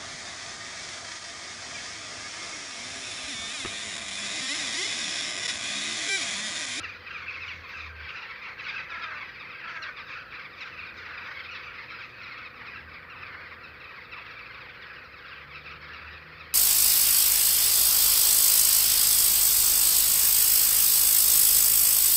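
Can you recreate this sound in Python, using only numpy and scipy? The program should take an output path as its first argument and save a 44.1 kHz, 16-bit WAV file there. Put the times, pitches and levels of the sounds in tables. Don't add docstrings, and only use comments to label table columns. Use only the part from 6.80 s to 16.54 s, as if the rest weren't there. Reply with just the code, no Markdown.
import sys
import numpy as np
from scipy import signal
from scipy.fft import rfft, irfft, next_fast_len
from scipy.io import wavfile
from scipy.ndimage import uniform_filter1d, map_coordinates

SR = 44100
rng = np.random.default_rng(int(sys.argv[2]) if len(sys.argv) > 2 else 0)


def invert_db(x):
    u = np.asarray(x, float) / 20
    return 10 ** u


def bounce(signal):
    frames = np.transpose(np.atleast_2d(signal))
    limited = np.clip(frames, -1, 1)
    pcm = np.round(limited * 32767).astype(np.int16)
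    wavfile.write(sys.argv[1], SR, pcm)


N = 429534


def unit(x):
    return x / np.sqrt(np.mean(x ** 2) + 1e-20)


def curves(rows):
    s, *cols = np.transpose(rows)
    return [np.interp(np.arange(N) / SR, s, c) for c in cols]


def wobble(rate):
    knots = rng.standard_normal(int(N * rate / SR) + 4)
    return map_coordinates(knots, [np.arange(N) * rate / SR])


def coloured(x, spectrum):
    size = next_fast_len(N + 8192)
    hz, db = np.transpose(spectrum)
    log_hz = np.log(np.fft.rfftfreq(size, 1 / SR) + 1)
    gain = invert_db(np.interp(log_hz, np.log(hz), db))
    return unit(irfft(rfft(x, size) * gain, size)[:N])


def scattered(x, t60, wet_db):
    hop = SR // 8
    at = hop * np.arange(N // hop + 1)[:, None]
    pieces = np.pad(x, (hop, 2 * hop))[at + np.arange(2 * hop)] * np.hanning(2 * hop)
    fade = invert_db(-60 * np.arange(3 * hop) / SR / t60)
    tails = rng.standard_normal((len(at), 3 * hop)) * fade
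    wet = signal.fftconvolve(pieces, tails / np.linalg.norm(tails[0]), axes=1)
    places = at + np.arange(wet.shape[1])
    echo = np.bincount(places.ravel(), wet.ravel())[hop:][:N]
    return x + invert_db(wet_db) * echo


def chacks(start, pitch_hz, fall, overtones_db, rough, length):
    t = np.arange(int(1.7 * length * SR)) / SR
    drop = np.clip(1 - fall[:, None] * t * (.35 + t / .055), .3, 1)
    pitch = pitch_hz[:, None] * drop
    jitter = uniform_filter1d(rng.standard_normal(pitch.shape), 24, axis=1) * np.sqrt(24)
    phase = (2 * np.pi * np.cumsum(pitch * (1 + rough * jitter), axis=1) / SR).astype(np.float32)
    rasp = invert_db(5 * uniform_filter1d(jitter, 90, axis=1))
    shape = rasp * (1 - np.exp(-t / 0.0077)) ** 2 / (1 + (t / length) ** 6)
    voice = 0
    for k, db in enumerate(overtones_db):
        voice = voice + invert_db(db)[:, None] * invert_db(-95 * k * t) * np.sin((k + 1) * phase)
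    at = np.round(start * SR).astype(int)[:, None] + np.arange(len(t))
    return np.bincount(at.ravel(), (voice * shape).ravel(), N + SR)


# (time [s], start pitch [Hz], level of the second overtone [dB],
# brightness: # third overtone against it [dB])
SLOW_CALLS = [(.335, 1275, -35.5, -16), (.473, 1330, -33, -25), (.534, 1353, -38, -18),
              (.702, 1170, -37, -10), (.931, 1370, -40, -19), (1.285, 1430, -42, -19),
              (1.354, 1394, -39.5, -10), (1.483, 1167, -42, -12), (1.858, 1165, -33, -12),
              (1.897, 1317, -51, -23), (1.955, 1334, -32.5, -33), (2.211, 1137, -39.5, -2),
              (2.219, 1290, -41.5, -1), (2.393, 1177, -44, -6), (2.94, 1374, -43, -20),
              (3.314, 1370, -43, -15), (3.916, 1377, -43, -27), (4.546, 1150, -40, -8),
              (4.705, 1487, -41.5, -5.5), (4.965, 1300, -45, -11), (5.097, 1350, -55, 7),
              (5.222, 1350, -44, -10), (5.643, 1311, -41, -9), (5.94, 1392, -44, -11),
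              (6.83, 1348, -45, -5.5), (7.364, 1350, -42, -13), (7.581, 1350, -45, -15),
              (7.796, 1310, -45.5, -8), (8.74, 1340, -41, -10), (8.893, 1320, -49, -9)]
FALLING_CALLS = [(.025, 1460, -36, -22), (.609, 1374, -35, -13), (.653, 1314, -41, -6),
                 (.675, 1494, -36.5, -9.5), (1.276, 1330, -39, -10), (1.665, 1170, -40.5, -11),
                 (2.095, 1330, -39, -6.5), (2.59, 1297, -47, 1), (2.705, 1307, -43, -6),
                 (2.867, 1146, -41.5, -2.5), (3.161, 1240, -42, -3.5), (3.261, 1316, -45.5, -2.5),
                 (3.529, 1330, -43, -14), (3.802, 1383, -37.5, -3), (3.979, 1337, -39, -13),
                 (4.448, 1202, -48, -2.5), (4.631, 1295, -67, 21), (4.737, 1233, -50, 6),
                 (4.744, 1398, -40.5, -4), (5.183, 1330, -49, -1), (5.476, 1440, -54, 1),
                 (5.571, 1444, -54, -2), (6.125, 1330, -53, 0), (6.7, 1203, -45, -19),
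                 (7.084, 1346, -47, -12), (7.162, 1190, -43.5, -13), (7.312, 1374, -39, -8.5),
                 (8.509, 1460, -44, -23), (9.122, 1466, -46, -7), (.258, 1333, -42, -16),
                 (.298, 1420, -42, -16), (2.405, 1230, -43, -12), (8.155, 1470, -46, -16),
                 (8.328, 1370, -46, -11), (8.91, 1506, -48.5, -8), (9.592, 1370, -45.5, -4),
                 (9.722, 1320, -42, -8)]
STEEP_CALLS = [(.388, 1420, -56, -1), (.886, 1370, -41, -9), (.987, 1380, -38.5, -7.5),
               (1.386, 1465, -45, -12), (1.421, 1430, -41, -9), (1.781, 1423, -37, -12),
               (1.836, 1523, -38, -8), (1.879, 1324, -33, -5.5), (1.966, 1187, -37, -10),
               (3.017, 1460, -40, 3.5), (3.025, 1470, -42, -18), (3.048, 1183, -55, 4),
               (3.642, 1244, -38.5, -11), (3.774, 1300, -43, -5), (3.802, 1194, -36, -18),
               (4.061, 1352, -48, -1), (4.367, 1295, -42.5, -5), (4.586, 1200, -39, -5),
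               (4.83, 1354, -41, -14), (5.428, 1437, -53, 8), (4.655, 1310, -51, 0), (9.15, 1370, -50, -1),
               (9.33, 1400, -53, -1), (6.418, 1372, -37.5, -14), (6.996, 1400, -46, -8),
               (7.034, 1353, -43.5, -10), (7.457, 1434, -43, -12), (7.651, 1402, -46.5, -20),
               (7.735, 1330, -43, -7), (8.016, 1265, -45, -1), (8.436, 1456, -47, -19),
               (8.698, 1248, -43.5, -5), (8.853, 1404, -36.5, -12)]
DRAWN_OUT_CALLS = [(1.612, 1265, -41, -10), (1.645, 1400, -46, -12), (2.357, 1375, -45, -18),
                   (6.293, 1420, -45, -11), (7.322, 1390, -46, -10)]
THIN_CALLS = [(4.165, 1335, -60, 12), (5.2, 1690, -56, 3), (5.11, 1404, -53, 2), (9.315, 1364, -52, 4),
              (9.505, 1467, -62, -3), (5.857, 1396, -55.5, 6), (3.722, 1298, -50, 0), (.52, 1200, -49, 1),
              (.548, 1414, -58, 1), (.825, 1160, -47, -6), (1.055, 1265, -49, -2), (3.185, 1386, -49, 1),
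              (3.845, 1400, -50, 0), (4.452, 1280, -54, 2), (5.515, 1350, -56, 2), (5.752, 1347, -56, 2),
              (5.778, 1350, -65, 4), (6.35, 1350, -66, -2), (6.408, 1410, -66, -3), (6.46, 1338, -61, 6),
              (6.635, 1225, -66, 4), (6.72, 1306, -60, 3), (7.23, 1390, -58, 1), (7.465, 1390, -64, 5),
              (7.5, 1405, -48.5, -3), (8.235, 1470, -56, 1), (8.37, 1340, -59, 5), (8.475, 1316, -56, 5),
              (8.755, 1404, -60, 3), (9.04, 1336, -52, 0)]


def near_birds():
    # (calls, share of the pitch lost a second, length [s])
    kinds = [(SLOW_CALLS, 2.94, .037), (FALLING_CALLS, 5.3, .035), (STEEP_CALLS, 7.8, .027),
             (DRAWN_OUT_CALLS, 3.2, .068), (THIN_CALLS, 5.3, .03)]
    calls = 0
    for table, fall, length in kinds:
        s, pitch_hz, db, third = np.transpose(table)
        first_db = np.minimum(-51.5 - 0.12 * (db + 43.5), db + 6.5)
        fourth_db = db + third - 5 - 45 * np.clip(pitch_hz / 1350 - 1, 0, 1)
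        fifth_db = fourth_db - 14.5 - 2.6 * s
        overtones_db = [first_db, db, db + third, fourth_db, fifth_db]
        falls = np.full(len(s), fall)
        calls = calls + chacks(s, pitch_hz, falls, overtones_db, .015, length)[:N]
    return invert_db(4) * scattered(calls, .3, wet_db=-6)


def steady(x):
    return unit(x / np.sqrt(uniform_filter1d(x ** 2, SR // 14) + .02))


# (time [s], level [dB], upper overtones against it [dB])
FLOCK_LEVEL = [(0, -39.5, -10), (.6, -40, -11.5), (1.3, -40, -11.5), (1.75, -41.5, -10.5),
               (1.95, -36, -11.5), (2.2, -39.5, -12.5), (2.7, -42, -13.5), (3.2, -37, -12.5),
               (3.85, -39.5, -13), (4.4, -42, -10), (5.2, -40.5, -12), (6, -42, -13), (6.6, -45, -11.5),
               (7.4, -45.5, -10), (8.1, -43.5, -12.5), (8.8, -45, -8.5), (9.3, -44.5, -10),
               (9.74, -50, -7.5)]
# (time [s], width [s], depth [dB], depth of upper overtones [dB])
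QUIET_MOMENTS = [(.21, 0.12, 9, 5), (.46, .05, -0.5, 3), (.81, 0.14, 6.5, 5), (1.14, 0.087, 7, 9.5),
                 (1.602, 0.099, 2, 3), (1.76, 0.043, 6, 11), (2.069, 0.068, 5.5, 11), (2.55, 0.1, 3, -0.5),
                 (3.005, .03, 7, 12), (3.14, 0.065, 10.5, 12), (3.261, 0.063, 11, 8), (3.47, 0.1, 10, 8),
                 (3.72, 0.14, 12, 7), (3.94, 0.073, 7, 3), (4.14, 0.049, 6, 10), (4.92, 0.046, 1, 3),
                 (5.07, 0.036, 6, 4), (5.32, 0.11, 9, 5), (5.73, 0.11, 8.5, 7), (6.06, 0.08, 8, 7),
                 (6.28, 0.14, 4.5, 9.5), (6.79, 0.075, 3.5, 6), (6.97, 0.18, 4.5, 3.5), (7.28, 0.059, 4, 6),
                 (7.97, 0.15, 3, 0), (8.31, 0.19, 7.5, 4), (8.68, 0.086, 4.5, 8), (8.83, 0.041, 7.5, 3),
                 (8.99, 0.042, 5, 6), (9.45, 0.11, 2.5, 4)]


def flock_levels():
    level_db, upper_db = curves(FLOCK_LEVEL)
    s, width, low_db, high_db = np.transpose(QUIET_MOMENTS)
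    t = np.arange(0, N + 64, 64) / SR
    dips = np.exp(-np.log(16) * ((t[:, None] - s) / width) ** 2)
    low = np.interp(np.arange(N) / SR, t, dips @ low_db)
    high = np.interp(np.arange(N) / SR, t, dips @ high_db)
    return level_db - low, upper_db + low - high


# (time [s], length [s], level [dB])
BRIGHT_MOMENTS = [(0.009, 0.13, -66), (0.29, 0.19, -72), (0.478, 0.2, -74), (0.645, 0.2, -69),
                  (0.887, 0.188, -67.5), (1.298, 0.13, -69), (1.608, 0.17, -76), (1.796, 0.28, -69.5),
                  (2.083, 0.39, -75), (2.858, 0.23, -68.5), (3.268, 0.13, -71), (3.775, 0.11, -66),
                  (4.15, 0.069, -65), (4.444, 0.08, -68), (4.726, 0.074, -76), (4.834, 0.069, -73),
                  (5.23, 0.057, -71)]


def top_gain():
    edge_s, linger_s = 0.063, 0.065
    t = np.arange(N) / SR
    gain = invert_db(-97.5)
    for s, length, db in BRIGHT_MOMENTS:
        rise = np.clip((t - s) / edge_s + .5, 0, 1) ** 2
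        fade = np.exp(-np.clip(t - s - length + linger_s, 0, None) / linger_s)
        gain = gain + invert_db(db) * rise * fade
    return gain


# (pitch [Hz], level per Hz [dB])
THROAT_TONE = [(500, -45), (800, -12.5), (1000, -14), (1300, -6), (1600, 0.5), (2000, -3), (2300, 0),
               (2600, -2.5), (2900, -27), (3300, -20.5), (4200, -34.5), (7000, -120)]
BEAK_TONE = [(1650, -28), (2800, 0.5), (3050, -4.5), (3970, -4.5), (4500, -2.5), (5200, -8.5), (5600, -21),
             (7000, -45), (9100, -73), (15400, -120)]


def far_birds(count=1200):
    gap, pitch, fall = rng.random((count, 3)).T
    sizes_db = 3 * rng.standard_normal((count, 6)).T + 3 * np.arange(6)[:, None]
    start = (np.arange(count) + 3 * gap) / count * (N / SR + .2)
    pitch_hz = 1000 + 750 * pitch ** 1.3
    calls = chacks(start, pitch_hz, 1.5 + 9 * fall, sizes_db, rough=.022, length=.03)
    babble = scattered(calls[SR // 10:][:N], .4, wet_db=-.5)
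    level_db, upper_db = flock_levels()
    top_tone = [(4900, -33), (5450, -6), (6000, -3.0), (6950, -13), (7100, -13.5), (8200, -32)]
    top = invert_db(-1.5) * top_gain() * steady(coloured(babble, top_tone))
    lower = steady(coloured(babble, THROAT_TONE))
    upper = steady(coloured(babble, BEAK_TONE))
    return invert_db(level_db - 1.5) * (lower + invert_db(upper_db) * upper) + top


def glide(rows, fade):
    hz, *db = curves(rows)
    t = np.arange(N) / SR
    gate = np.clip(np.minimum(t - rows[0][0] + fade, rows[-1][0] + fade - t) / fade, 0, 1)
    return 2 * np.pi * np.cumsum(hz) / SR, db, gate


# (time [s], length [s], start pitch [Hz], end pitch [Hz], level [dB])
ROOK_CAWS = [ (2.11, .27, 339, 296, -42.5), (2.84, .27, 336, 298, -44), (4.279, 0.24, 323, 306.2, -47),
             (6.421, 0.24, 318.6, 313.5, -49.5), (7.35, 0.25, 329.4, 312, -54), (8.04, .2, 330.7, 309, -56),
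             (9.041, 0.28, 341, 323.5, -55)]
# (pitch [Hz], level [dB])
ROOK_THROAT = [(600, -13.5), (800, -25), (1000, -10), (1230, -3.5), (1340, 2), (1500, 3), (1700, 2.5),
               (1950, -4.5), (2400, -34)]


def rook():
    out = np.zeros(N)
    throat_hz, throat_db = np.transpose(ROOK_THROAT)
    for s, length, start_hz, end_hz, db in ROOK_CAWS:
        hoarse = .3 if db > -44.5 else .75
        rows = [(s, start_hz, start_hz), (s + 0.4 * length, start_hz, start_hz), (s + length, end_hz, end_hz)]
        phase, (hz,), gate = glide(rows, fade=0.024)
        on = gate > 0
        phase = (phase + hoarse * wobble(120))[on]
        voice = 0
        for k in range(2, 8):
            voice = voice + invert_db(np.interp(k * hz[on], throat_hz, throat_db)) * np.sin(k * phase)
        out[on] += (gate * invert_db(db + 2.2 * wobble(110)))[on] * voice
    return scattered(out, .25, wet_db=-9)


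# (time [s], firing rate [Hz], first order level [dB], second order level [dB])
FAR_ENGINES = [
    [(0, 93.7, -49.5, -72), (.2, 87, -64, -82), (.45, 86.7, -57.5, -88), (.8, 83.5, -53, -73),
     (.92, 80.4, -62, -83), (1.03, 78.3, -48.5, -75), (1.25, 76.2, -46.5, -72), (1.33, 76.8, -73, -66)],
    [(3.9, 80.9, -65, -82), (4.4, 85.5, -61.5, -79), (4.95, 85.5, -64, -92)],
    [(5.85, 70, -69, -71), (6.07, 79.4, -52, -74), (6.24, 84, -64, -64), (6.4, 86.4, -58, -68),
     (6.8, 79.9, -61, -70), (7, 74.3, -62, -70)],
    [(7.3, 56.6, -68, -67), (7.7, 59.8, -67, -62), (8.5, 68, -67, -72), (8.65, 71.2, -60, -59),
     (9.08, 76.1, -55, -59), (9.2, 77.3, -58, -79), (9.3, 76.5, -49.5, -70), (9.48, 78.8, -62, -57),
     (9.74, 79.8, -56, -65)],
    [(5.1, 118.9, -63.5, -76), (5.6, 120, -65, -68.5), (6.15, 121.4, -69, -66)],
]


def engines():
    out = np.zeros(N)
    for rows in FAR_ENGINES:
        phase, (first, second), gate = glide(rows, fade=0.092)
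        out += gate * np.sqrt(2) * (invert_db(first) * np.sin(phase) + invert_db(second) * np.sin(2 * phase))
    return out


# (pitch [Hz], level [dB])
FAN_TONES = [(463, -84.5), (487, -68), (511.5, -70.5), (536, -72), (560, -77)]


def fan():
    t = np.arange(N) / SR
    drift = .6 * wobble(2)
    out = 0
    for hz, db in FAN_TONES:
        out = out + invert_db(db + 4.5 + .8 * wobble(5.4)) * np.sin(2 * np.pi * hz * t + drift)
    return out


# (pitch [Hz], level per Hz [dB])
TOWN_TONE = [(15, -42), (25, -6.5), (87, 1), (253, -6.5), (422, -5), (493, -4.5), (615, -9.5), (730, -9.5),
             (882, -11.5), (1240, -0.5), (1500, -4.5), (1950, 1), (3300, -120)]


def town():
    gust_db = 5 * np.exp(-np.arange(N) / SR / 0.091)
    level_db = -50.5 + gust_db + 0.46 * wobble(2.94)
    return invert_db(level_db) * coloured(rng.standard_normal(N), TOWN_TONE)


def scene():
    return (near_birds() + far_birds() + rook() + engines() + fan() + town())[None]


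def top_cut(x):
    return signal.sosfilt(signal.butter(12, 16690, fs=SR, output="sos"), x)


# (pitch [Hz], level per Hz [dB])
HISS_TONE = [(3820, -33.5), (5500, -3.5), (7270, -3), (9570, -4), (15100, 5.5), (15800, -5.5)]
# (time [s], spread [s], level over the hiss [dB])
HAND_RUSTLES = [
    (.893, 0.018, 7),
    (4.53, 0.13, -1),
]


def record(dry):
    t = np.arange(N) / SR
    rustle = sum(invert_db(db) * np.exp(-.5 * ((t - s) / spread) ** 2) for s, spread, db in HAND_RUSTLES)
    rustle_tone = [(10000, -25), (12000, -12), (14000, -1), (15500, -16)]
    hiss = coloured(rng.standard_normal(N), HISS_TONE)
    hiss += rustle * coloured(rng.standard_normal(N), rustle_tone)
    hz = np.fft.rfftfreq(N, 1 / SR)
    kept = (hz < 15800) / np.sqrt(1 + (46 / (hz + 1)) ** 8)
    mix = irfft(rfft(dry + invert_db(-78.0) * hiss) * kept, N)
    return top_cut(mix)


dry = scene()
out = record(dry)
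bounce(out)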